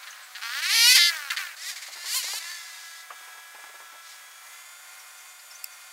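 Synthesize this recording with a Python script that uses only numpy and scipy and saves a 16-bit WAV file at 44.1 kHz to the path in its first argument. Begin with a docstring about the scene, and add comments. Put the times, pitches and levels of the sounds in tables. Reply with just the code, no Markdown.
"""Outdoors on paving, a small, high-revving engine buzzes like a giant insect: it winds up close by,
drops a gear and fades, revs twice more farther off among echoes, then holds a thin distant drone.
Each firing is a pulse and a puff of gas that ring the exhaust; an open throttle adds crack and sizzle.
Around it: outdoor hiss, soft knocks, scuffs and rustles on the stones, tiny chirps and one squeak."""
import sys
import numpy as np
from scipy import signal
from scipy.fft import rfft, irfft
from scipy.io import wavfile
from scipy.ndimage import uniform_filter1d

SR = 44100
rng = np.random.default_rng(int(sys.argv[2]) if len(sys.argv) > 2 else 0)


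def unload_wav(signal):
    """Save mono or channel-first audio to the path in sys.argv[1] as 16-bit WAV at rate SR, clipped to [-1, 1]."""
    wavfile.write(
        sys.argv[1],
        SR,
        np.round(np.clip(np.atleast_2d(signal).T, -1, 1) * 32767).astype(np.int16),
    )


N = 261072
T = np.arange(N) / SR


def gain_of(db):
    """Decibels to amplitude."""
    return 10 ** (np.asarray(db) / 20)


def unit_rms(x):
    """Scales a sound to rms 1."""
    return x / np.sqrt(np.mean(x ** 2) + 1e-20)


def add(mix, s, sound):
    """Mixes a sound in at s seconds."""
    part = mix[max(round(s * SR), 0):][:len(sound)]
    part += sound[:len(part)]


def colour(x, points):
    """Minimum-phase EQ through (Hz, dB) points; the result has rms 1."""
    hz, db = np.transpose(points)
    f = abs(np.fft.fftfreq(4096, 1 / SR))
    log_gain = np.log(gain_of(np.interp(np.log(f + 1), np.log(hz + 1), db)))
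    taps = np.fft.ifft(np.exp(np.conj(signal.hilbert(log_gain)))).real[:2048]
    return unit_rms(signal.fftconvolve(x, taps)[:len(x)])


def wander(n, rate_hz):
    """Smooth random drift of rms 1."""
    f = np.fft.rfftfreq(n + SR, 1 / SR)
    spectrum = rfft(rng.standard_normal(n + SR)) * np.exp(-(f / rate_hz) ** 2)
    return unit_rms(irfft(spectrum, n + SR))[:n]


def lowpass(x, hz):
    """Low-pass without delay."""
    return signal.sosfiltfilt(signal.butter(4, hz, fs=SR, output="sos"), x)


def resonate(x, hz, width_hz):
    """A resonance of gain 1 that follows the curve hz."""
    carrier = np.exp(2j * np.pi * np.cumsum(hz) / SR)
    pole = np.exp(-np.pi * width_hz / SR)
    return 2 * (carrier * signal.lfilter([1 - pole], [1, -pole], x / carrier)).real


def echoes(x, t60):
    """Scattered reflections from paving, walls and plants."""
    t = T[:SR // 2]
    taps = rng.standard_normal(len(t)) * (rng.random(len(t)) < 2000 / SR)
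    taps *= gain_of(-60 * t / t60) * (t > .003)
    return signal.fftconvolve(x, taps / np.linalg.norm(taps))[:len(x)]


def ground_bounce(x, delay_s=0.000678, sway=0.13, share=0.36):
    """The paving returns a late copy; its lag drifts as the source moves, shifting a hollow colour."""
    at = np.arange(len(x))
    lag = SR * delay_s * (1 + sway * wander(len(x), 5.0))
    return x + share * np.interp(at - lag, at, x)


def air(hiss_db=-49, swell_db=.7):
    """Outdoor hiss with a faint wavering hum."""
    # The EQ of the hiss. Each row: frequency in Hz, relative level in dB.
    hiss_eq = [(35, -90), (60, -50), (423, -21), (657, -9.5), (738, -9.5), (829, -8.5), (1020, -3.5),
               (1120, -3.5), (1350, -2), (1630, -4.5), (2050, -2), (2840, -8), (5980, -9.5), (6560, -8),
               (15500, -14)]
    # The tones of the hum. Each row: frequency in Hz, level in dB.
    hum_tones = [(748, -64.5), (1510, -62), (585, -73.5)]
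    out = gain_of(hiss_db + swell_db * wander(N, 4.5)) * colour(rng.standard_normal(N), hiss_eq)
    for hz, db in hum_tones:
        level = gain_of(db + 1.7 * wander(N, 3.3))
        out += level * np.sin(2 * np.pi * np.cumsum(hz + 5 * wander(N, 14.3)) / SR)
    return out


def chirps(warble=0.042, faint_db=-52):
    """Short warbling whistles, with fainter twitter between them toward the end."""
    # Each row: start and length in seconds, first and last pitch in Hz, peak level in dB.
    clear = [(0.101, 0.014, 5600, 7530, -39.5), (0.125, 0.014, 3080, 2860, -44),
             (0.206, 0.061, 8250, 7750, -51), (1.61, 0.02, 7400, 7400, -42), (1.621, 0.01, 5510, 5360, -36),
             (4.985, 0.03, 5950, 5510, -48), (5.503, 0.025, 5700, 4840, -43),
             (5.546, 0.021, 5900, 6580, -42.5)]
    faint = []
    for when, pitch, glide, loudness in rng.random((18, 4)):
        hz = 4400 + 2000 * pitch
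        faint.append((5.0 + 1.7 * when, .016, hz, hz + 900 * (glide - .5), faint_db + 4 * loudness))
    out = np.zeros(N)
    for s, length, start_hz, end_hz, db in clear + faint:
        n = int(length * SR)
        wobble = uniform_filter1d(rng.standard_normal(n), size=64) * np.sqrt(64)
        hz = np.linspace(start_hz, end_hz, n) * (1 + warble * wobble)
        add(out, s, gain_of(db) * np.hanning(n) * np.sin(2 * np.pi * np.cumsum(hz) / SR))
    return out + gain_of(-3) * echoes(out, t60=.15)


def squeak(length_s=0.0095, hz=2560, db=-25, wobble=0.065):
    """One very short, bright squeak, heard almost as a tick."""
    n = int(length_s * SR)
    turns = np.cumsum(hz * (1 + wobble * wander(n, 677))) / SR
    partials_db = [1, 6, 7, 1.5, 6, 6]
    tone = sum(gain_of(d) * np.cos(2 * np.pi * k * turns) for k, d in enumerate(partials_db, 1))
    return gain_of(db) * unit_rms(tone) * np.hanning(n) ** 2


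def rustles():
    """Something dry slides over the stones: ticks and uneven, swelling hiss."""
    # Each row: start and length in seconds, level in dB, centre in Hz.
    slides = [(1.147, 0.0054, -33, 2982), (1.165, 0.011, -33.5, 3450), (1.407, 0.01, -33, 3000),
              (1.466, 0.0068, -36.5, 2340), (3.972, 0.25, -48.5, 4670), (5.252, 0.017, -49.5, 2380)]
    out = np.zeros(N)
    for s, length, db, hz in slides:
        n = int(length * SR)
        hiss = unit_rms(signal.lfilter(*signal.iirpeak(hz, Q=1.8, fs=SR), rng.standard_normal(n)))
        add(out, s, gain_of(db + 0.94 * wander(n, 80)) * np.hanning(n) * hiss)
    return out


def knocks(trim_db=-7, attack_s=0.0012, knock_t60=0.083, scuff_t60=0.18, scuffs_per_s=14):
    """Dull, gritty pushes on stone, each with its own broad resonance; softer scuffs fall between."""
    # The clear knocks. Each row: start in seconds, level in dB before the trim, centre in Hz.
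    clear = [(1.886, -39, 626), (1.967, -38.5, 900), (2.239, -32.5, 960), (2.28, -33, 804),
             (2.333, -30.5, 744), (2.364, -39, 1014), (3.103, -27.5, 1200), (3.547, -35.5, 746),
             (3.638, -37, 970), (3.693, -40, 520), (3.801, -38.5, 1100)]
    # Spells of scuffing. Each row: start and end in seconds, level in dB before the trim.
    scuffing = [(1.892, 2.15, -41), (3.113, 3.42, -46.5), (3.549, 4.02, -46), (4.403, 4.58, -54.5)]
    # The EQ of the grit. Each row: frequency in Hz, relative level in dB.
    grit_eq = [(40, -43), (100, -19), (200, -16), (400, -2.5), (900, 6.5), (1500, 3.5), (2500, -2.5),
               (6000, -35)]
    hits = [(*row, knock_t60) for row in clear]
    for start, end, db in scuffing:
        for s in np.arange(start, end, 1 / scuffs_per_s):
            late, louder, octaves = rng.random(3) - .5
            hits.append((s + late / scuffs_per_s, db + 6 * louder, 720 * 2 ** octaves, scuff_t60))
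    out, t = np.zeros(N), T[:SR // 4]
    for s, db, hz, t60 in hits:
        grit = colour(rng.standard_normal(len(t)), grit_eq)
        body = unit_rms(signal.lfilter(*signal.iirpeak(hz, Q=2.5, fs=SR), grit))
        envelope = gain_of(db + trim_db - 60 * t / t60) * (1 - np.exp(-t / attack_s))
        add(out, s, envelope * (0.98 * grit + 0.41 * body))
    return out


def flutter():
    """A low, noisy flutter at the height of the close rev."""
    # The fader. Each row: time in seconds, level in dB.
    fader = [(.73, -100), (.745, -61.5), (.9, -53.5), (.97, -58.5), (1.08, -63), (1.11, -100)]
    # Its bass-heavy EQ. Each row: frequency in Hz, relative level in dB.
    flutter_eq = [(15, 4), (45, -10), (120, -9), (300, -10), (600, -7), (1200, -34)]
    level = gain_of(np.interp(T, *np.transpose(fader), left=-140, right=-140))
    return level * colour(rng.standard_normal(N), flutter_eq)


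def drone(fade_db=2.0, waver=0.00226, blur=0.17):
    """The distant engine: each partial fades by itself; the colour shifts as it speeds up and moves on."""
    # Each row: time in seconds, firing rate in Hz, level in dB.
    course = [(2.501, 341.6, -52), (2.621, 333.8, -48.5), (2.95, 333.6, -48), (3.25, 331, -46),
              (3.7, 336.3, -47.5), (4.25, 332, -50), (4.46, 336.2, -50.5), (4.701, 351.8, -52.5),
              (5.25, 353, -54.5), (5.92, 352, -53)]
    # The EQ before and after speeding up. Each row: frequency in Hz, relative level in dB.
    slow_eq = [(670, -28), (1000, -5), (1350, 1), (1670, 4), (2000, -2), (2300, 2.5), (3000, -10.5),
               (3400, -3.5), (4400, -14), (6600, -8.5), (7200, -20), (8300, -9), (9500, -24), (11300, -18)]
    fast_eq = [(700, -13), (1050, -3.5), (1500, 6.5), (2150, 4), (2500, 2), (2900, -6.5), (3500, 0.5),
               (4100, -16), (4600, 3), (5200, -10), (5700, -6), (7000, 2), (8000, -3), (9000, -3.5),
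               (12000, -4)]
    speed_up_s = (4.12, 4.67)
    bounce_s = np.array([0.000595, 0.000873])  # lag of the ground reflection before and after
    s, hz, db = np.transpose(course)
    hz = np.interp(T, s, hz)
    turns = np.cumsum(hz * (1 + waver * wander(N, 26.1))) / SR
    slow_t, out = np.linspace(0, T[-1], 40), np.zeros(N)
    for k in range(2, 35):
        f = k * np.interp(speed_up_s, T, hz)
        bounce_db = 20 * np.log10(abs(1 + .45 * np.exp(2j * np.pi * f * bounce_s)))
        eq_db = [np.interp(f[0], *np.transpose(slow_eq)), np.interp(f[1], *np.transpose(fast_eq))]
        partial_db = np.interp(slow_t, speed_up_s, eq_db + bounce_db)
        fading = gain_of(partial_db + fade_db * rng.standard_normal(len(slow_t)))
        out += np.interp(T, slow_t, fading) * np.cos(2 * np.pi * (k * turns + rng.random()))
    out = unit_rms(out * (1 + blur * wander(N, 63)))
    return out * gain_of(np.interp(T, s, db, left=-120))


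def firing(hz, throttle, rough, jitter=0.0308, steady_gas=0.87):
    """One sharp pulse a firing, each of its own size, and a puff of gas noise after it."""
    n = len(hz)
    turns = np.cumsum(hz * (1 + jitter * rough * wander(n, 251.2))) / SR + 0.287
    nearest = np.rint(turns).astype(int)
    scatter_db = np.interp(throttle, [0, 1], [2, 0.37]) * (1.36 + rough)  # rattly shut, even wide open
    size = gain_of(scatter_db * rng.standard_normal(n)[nearest])
    lag = (turns - nearest) / hz * SR  # samples from the nearest firing
    pulses = unit_rms(size * np.sinc(lag) * np.exp(-(lag / 8) ** 2))
    puffs = unit_rms((steady_gas + np.exp(-(turns % 1))) * rng.standard_normal(n))
    return pulses, puffs


def exhaust(drive, pipe_hz, opening, voice, width_hz=660):
    """The exhaust colours the firings and, except in a short burst, rings at its moving resonance."""
    # Its EQ with the throttle nearly shut, wide open, from afar, and in a rounder close burst.
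    # Each row: frequency in Hz, relative level in dB.
    shut_eq = [(150, -101), (300, -42), (500, -23), (800, -13.5), (1150, -8.5), (1800, -2.5), (2450, -1),
               (2900, -1.5), (4300, 4), (5500, -8), (7500, -25.5), (11000, -32.5), (15500, -30)]
    open_eq = [(180, -86), (350, -33), (500, -43), (700, -6), (1000, 0.5), (1450, 2.5), (2000, 12.5),
               (3000, 5.5), (4600, 12), (5600, 3.5), (6900, -8.5), (7900, -17), (11500, -15.5),
               (15500, -30)]
    far_eq = [(240, -62), (400, -35), (600, -24), (1000, -10.5), (1500, -6), (2050, 1), (2700, -7),
              (3500, -4), (4600, 1), (5900, -4.5), (7000, 0), (7900, -1), (10000, -1.5), (11800, -3),
              (15500, -12.5)]
    burst_eq = [(200, -68), (500, -31), (900, -23), (1400, -12), (1900, 1), (2600, -9.5), (3700, -6.5),
                (4500, -5), (5200, -16.5), (7500, -13.5), (15500, -22)]
    if voice == "burst":
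        return colour(drive, burst_eq)
    if voice == "far":
        tone = colour(drive, far_eq)
        return tone + 0.9 * resonate(tone, 1.12 * pipe_hz, width_hz)
    tone = (1 - opening) * colour(drive, shut_eq) + opening * colour(drive, open_eq)
    return tone + 6.3 * (1 - 0.81 * opening) * resonate(tone, pipe_hz, width_hz)


def engine(controls, voice="near", mid_rate_hz=366, edge_s=0.0013):
    """Firings ring the exhaust; an open throttle adds crack and sizzle, distance smears the pulses."""
    s, *columns = np.transpose(controls)
    t = np.arange(s[0], s[-1], 1 / SR)
    hz, pipe_db, throttle, rough = (np.interp(t, s, c) for c in columns)
    rough = np.clip(rough, .02, .95)
    # Crack, then sizzle, in dB against the pipe band at the middle rate: throttle shut, wide open.
    ranges = {"near": [(-10.5, 8.6), (-6, -3)],
              "far": [(-0.6, 11.3), (-8, 3.4)],
              "burst": [(-5, 7.4), (-14.5, -6)]}
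    crack_db, sizzle_db = (shut + (wide - shut) * throttle for shut, wide in ranges[voice])
    sizzle_db += 14.5 * throttle * np.log2(hz / mid_rate_hz)
    opening = np.clip((crack_db + 4.5) / 9, 0, 1)
    pipe_hz = 1654 * (hz / mid_rate_hz) ** 0.5 * (1 + 0.25 * throttle)  # hotter gas rings higher
    pulses, puffs = firing(hz, throttle, rough)
    pulses = ground_bounce(pulses) + gain_of(-3) * echoes(pulses, t60=0.018)
    if voice == "far":
        for delay_s in (.0011, .0017, .0029, .0043):
            pulses = ground_bounce(pulses, delay_s, sway=0.034, share=0.21)
    pulses = unit_rms(pulses)
    # Pipe, crack and sizzle: the higher the band, the more of it is gas noise.
    noisiness = [.6, .85, 1.8] if voice == "far" else [.5, 1.25, 3.8]
    out = np.zeros(len(t))
    for i, db in enumerate([pipe_db, pipe_db + crack_db, pipe_db + sizzle_db]):
        drive = (1 - rough) * pulses + noisiness[i] * rough * puffs
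        tone = exhaust(drive, pipe_hz, opening, voice)
        low, low_and_mid = lowpass(tone, 2700), lowpass(tone, 7000)
        band = (low, low_and_mid - low, tone - low_and_mid)[i]
        running_rms = np.sqrt(abs(uniform_filter1d(band ** 2, size=900)) + 1e-12)
        out += gain_of(db) * band / running_rms
    return -out * np.clip(np.minimum(t - s[0], s[-1] - t) / edge_s, 0, 1)


def coasting(s, length, hz, db, throttle, rough, sag=.23, fade_db=15):
    """Engine controls off the throttle: the rate sags, the level fades and the firing roughens."""
    return [(s + u * length, hz * (1 - sag * u ** 0.6), db - fade_db * u,
             throttle * (1 - 0.31 * u), rough + .3 * u) for u in np.linspace(0, 1, 5)]


def rev(length, start_hz, end_hz, start_db, end_db, throttle, coast_s, catch_s=0.062, attack_s=0.0057):
    """Farther off, the throttle opens, the rate glides, and the engine coasts again."""
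    rough = 0.22 + 0.7 * np.exp(-length / catch_s)  # a short rev is rougher: no time to catch
    start = (0, start_hz, start_db, 0.8 * throttle, rough + 0.14)
    pull = engine([start] + coasting(length, coast_s, end_hz, end_db, throttle, rough), "far")
    return pull * np.minimum(T[:len(pull)] / attack_s, 1)


def blip(length, hz, db, end_hz, coast_s, throttle=0.44, catch_rough=0.33, coast_rough=0.35):
    """The engine catches for a few firings, then coasts down."""
    shape = [(0, -8.5), (.35, 0), (.75, -2.5), (1, -6)]  # share of the length, dB against the peak
    catch = [(u * length, hz, db + offset_db, throttle, catch_rough) for u, offset_db in shape]
    handover = (length / 2, hz, db - 12, 0, coast_rough)
    tail = coasting(length + .005, coast_s, end_hz, db - 2, 0, coast_rough)
    out = np.zeros(SR // 3)
    add(out, 0, engine(catch, "burst"))
    add(out, length / 2, engine([handover] + tail))
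    return out


def stumbles(width_s=0.0087):
    """The engine's gain dips where a few firings are weak."""
    # Each row: time in seconds, depth in dB.
    dips = [(.613, 7.6), (.683, 4.3), (.941, 6)]
    return gain_of(-sum(db * np.exp(-((T - s) / width_s) ** 2) for s, db in dips))


def ride():
    """The engine ticks over, winds up and drops a gear close by, then revs and cruises farther off."""
    # Engine controls for three stretches. Each row: time in seconds, firing rate in Hz,
    # pipe band level in dB, throttle and roughness from 0 to 1.
    idle = [(0, 205, -49.5, .2, 0.5), (.24, 212, -48, 0.21, 0.72), (.29, 200, -54.5, .25, 1),
            (0.409, 196, -54, 0.65, 0.97)]
    wind_up = [(.412, 194.8, -43.5, 0.46, 0.32), (.434, 227.5, -35.5, 0.4, 0.16),
               (.506, 237, -36, 0.26, 0.21), (.6, 303, -32, 0.38, 0.31), (.685, 376.9, -29.5, 0.58, 0.25),
               (.745, 451.8, -29.5, 0.86, 0.52), (.845, 470.4, -27.5, 1, 0.2), (.895, 498, -24.5, .9, 0.23),
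               (0.935, 503.7, -22, 0.74, 0.37), (.957, 534.5, -24.5, 1, 0.16),
               (.985, 352, -23.5, 0.74, 0.2), (1.018, 341, -26, 0.97, 0.25), (1.066, 348.7, -28, 0.92, 0.2),
               (1.1, 339.2, -27, 0.57, 0.12), (1.107, 335.8, -32.5, 0, 0.52), (1.21, 292.7, -37.5, 0, 0.3),
               (1.3, 266, -41.5, 0.16, 0.18)]
    cruise = [(2.4, 325, -44, 0.16, 0.44), (2.508, 352.8, -41, 0.19, 0.42), (2.63, 339.4, -49.5, 0.37, .42),
              (3.01, 332.7, -55, 0.55, 0.4), (3.049, 337, -64, 0.37, 0.45)]
    # Revs farther off. Each row: start and length in seconds, first and last firing rate in Hz,
    # first and last pipe band level in dB, throttle from 0 to 1, coasting time in seconds.
    far_revs = [(1.561, 0.14, 284, 415.6, -52, -39, 0.48, 0.059),
                (1.756, 0.015, 368, 383, -42, -43.5, 0.37, 0.064),
                (1.814, 0.014, 371, 388, -48, -42.5, 0.33, 0.057),
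                (1.86, 0.025, 355, 365, -48, -50, 0.58, 0.059),
                (1.913, 0.025, 357, 376, -53, -47.5, 0.69, 0.043),
                (1.955, .095, 350, 347, -48.5, -44.5, 0.36, .04),
                (2.053, 0.12, 344, 546, -45, -38, 0.91, 0.096),
                (2.225, .158, 337.4, 448, -42, -44, 0.87, 0.0343)]
    # Close throttle blips. Each row: start and length in seconds, firing rate in Hz,
    # peak pipe band level in dB, rate reached in Hz, coasting time in seconds.
    close_blips = [(0.024, 0.025, 226, -47.5, 229, 0.032), (0.067, 0.019, 296.6, -43.5, 272, 0.031),
                   (0.348, .026, 208, -40, 210.5, .04), (1.301, .013, 342, -27, 347, 0.04),
                   (1.363, 0.025, 305.4, -30.5, 406, .16)]
    out = np.zeros(N)
    for controls, voice in [(idle, "near"), (wind_up, "near"), (cruise, "far")]:
        add(out, controls[0][0], engine(controls, voice))
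    for s, *settings in far_revs:
        add(out, s, rev(*settings))
    for s, *settings in close_blips:
        add(out, s, blip(*settings))
    return out * stumbles()


def scene(low_cut_hz=170):
    """The engine near, leaving and distant, with the small sounds around it."""
    motor, low_flutter = ride(), flutter()
    mix = motor + gain_of(-21) * echoes(motor, t60=0.21) + drone() + knocks() + chirps() + rustles()
    add(mix, 5.639, squeak())
    thinned = signal.sosfilt(signal.butter(3, low_cut_hz, "highpass", fs=SR, output="sos"), mix)
    return (thinned + low_flutter + air())[None]


def record(dry):
    """Soft overload rounds off the tallest pulses; a steep low-pass trims the top."""
    ceiling, cutoff_hz = .76, 15780
    rounded = dry / (1 + (dry / ceiling) ** 4) ** (1 / 4)
    taps = signal.firwin(511, cutoff_hz, window=("kaiser", 9), fs=SR)
    return signal.oaconvolve(rounded, taps[None], "same")


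dry = scene()
out = record(dry)
unload_wav(out)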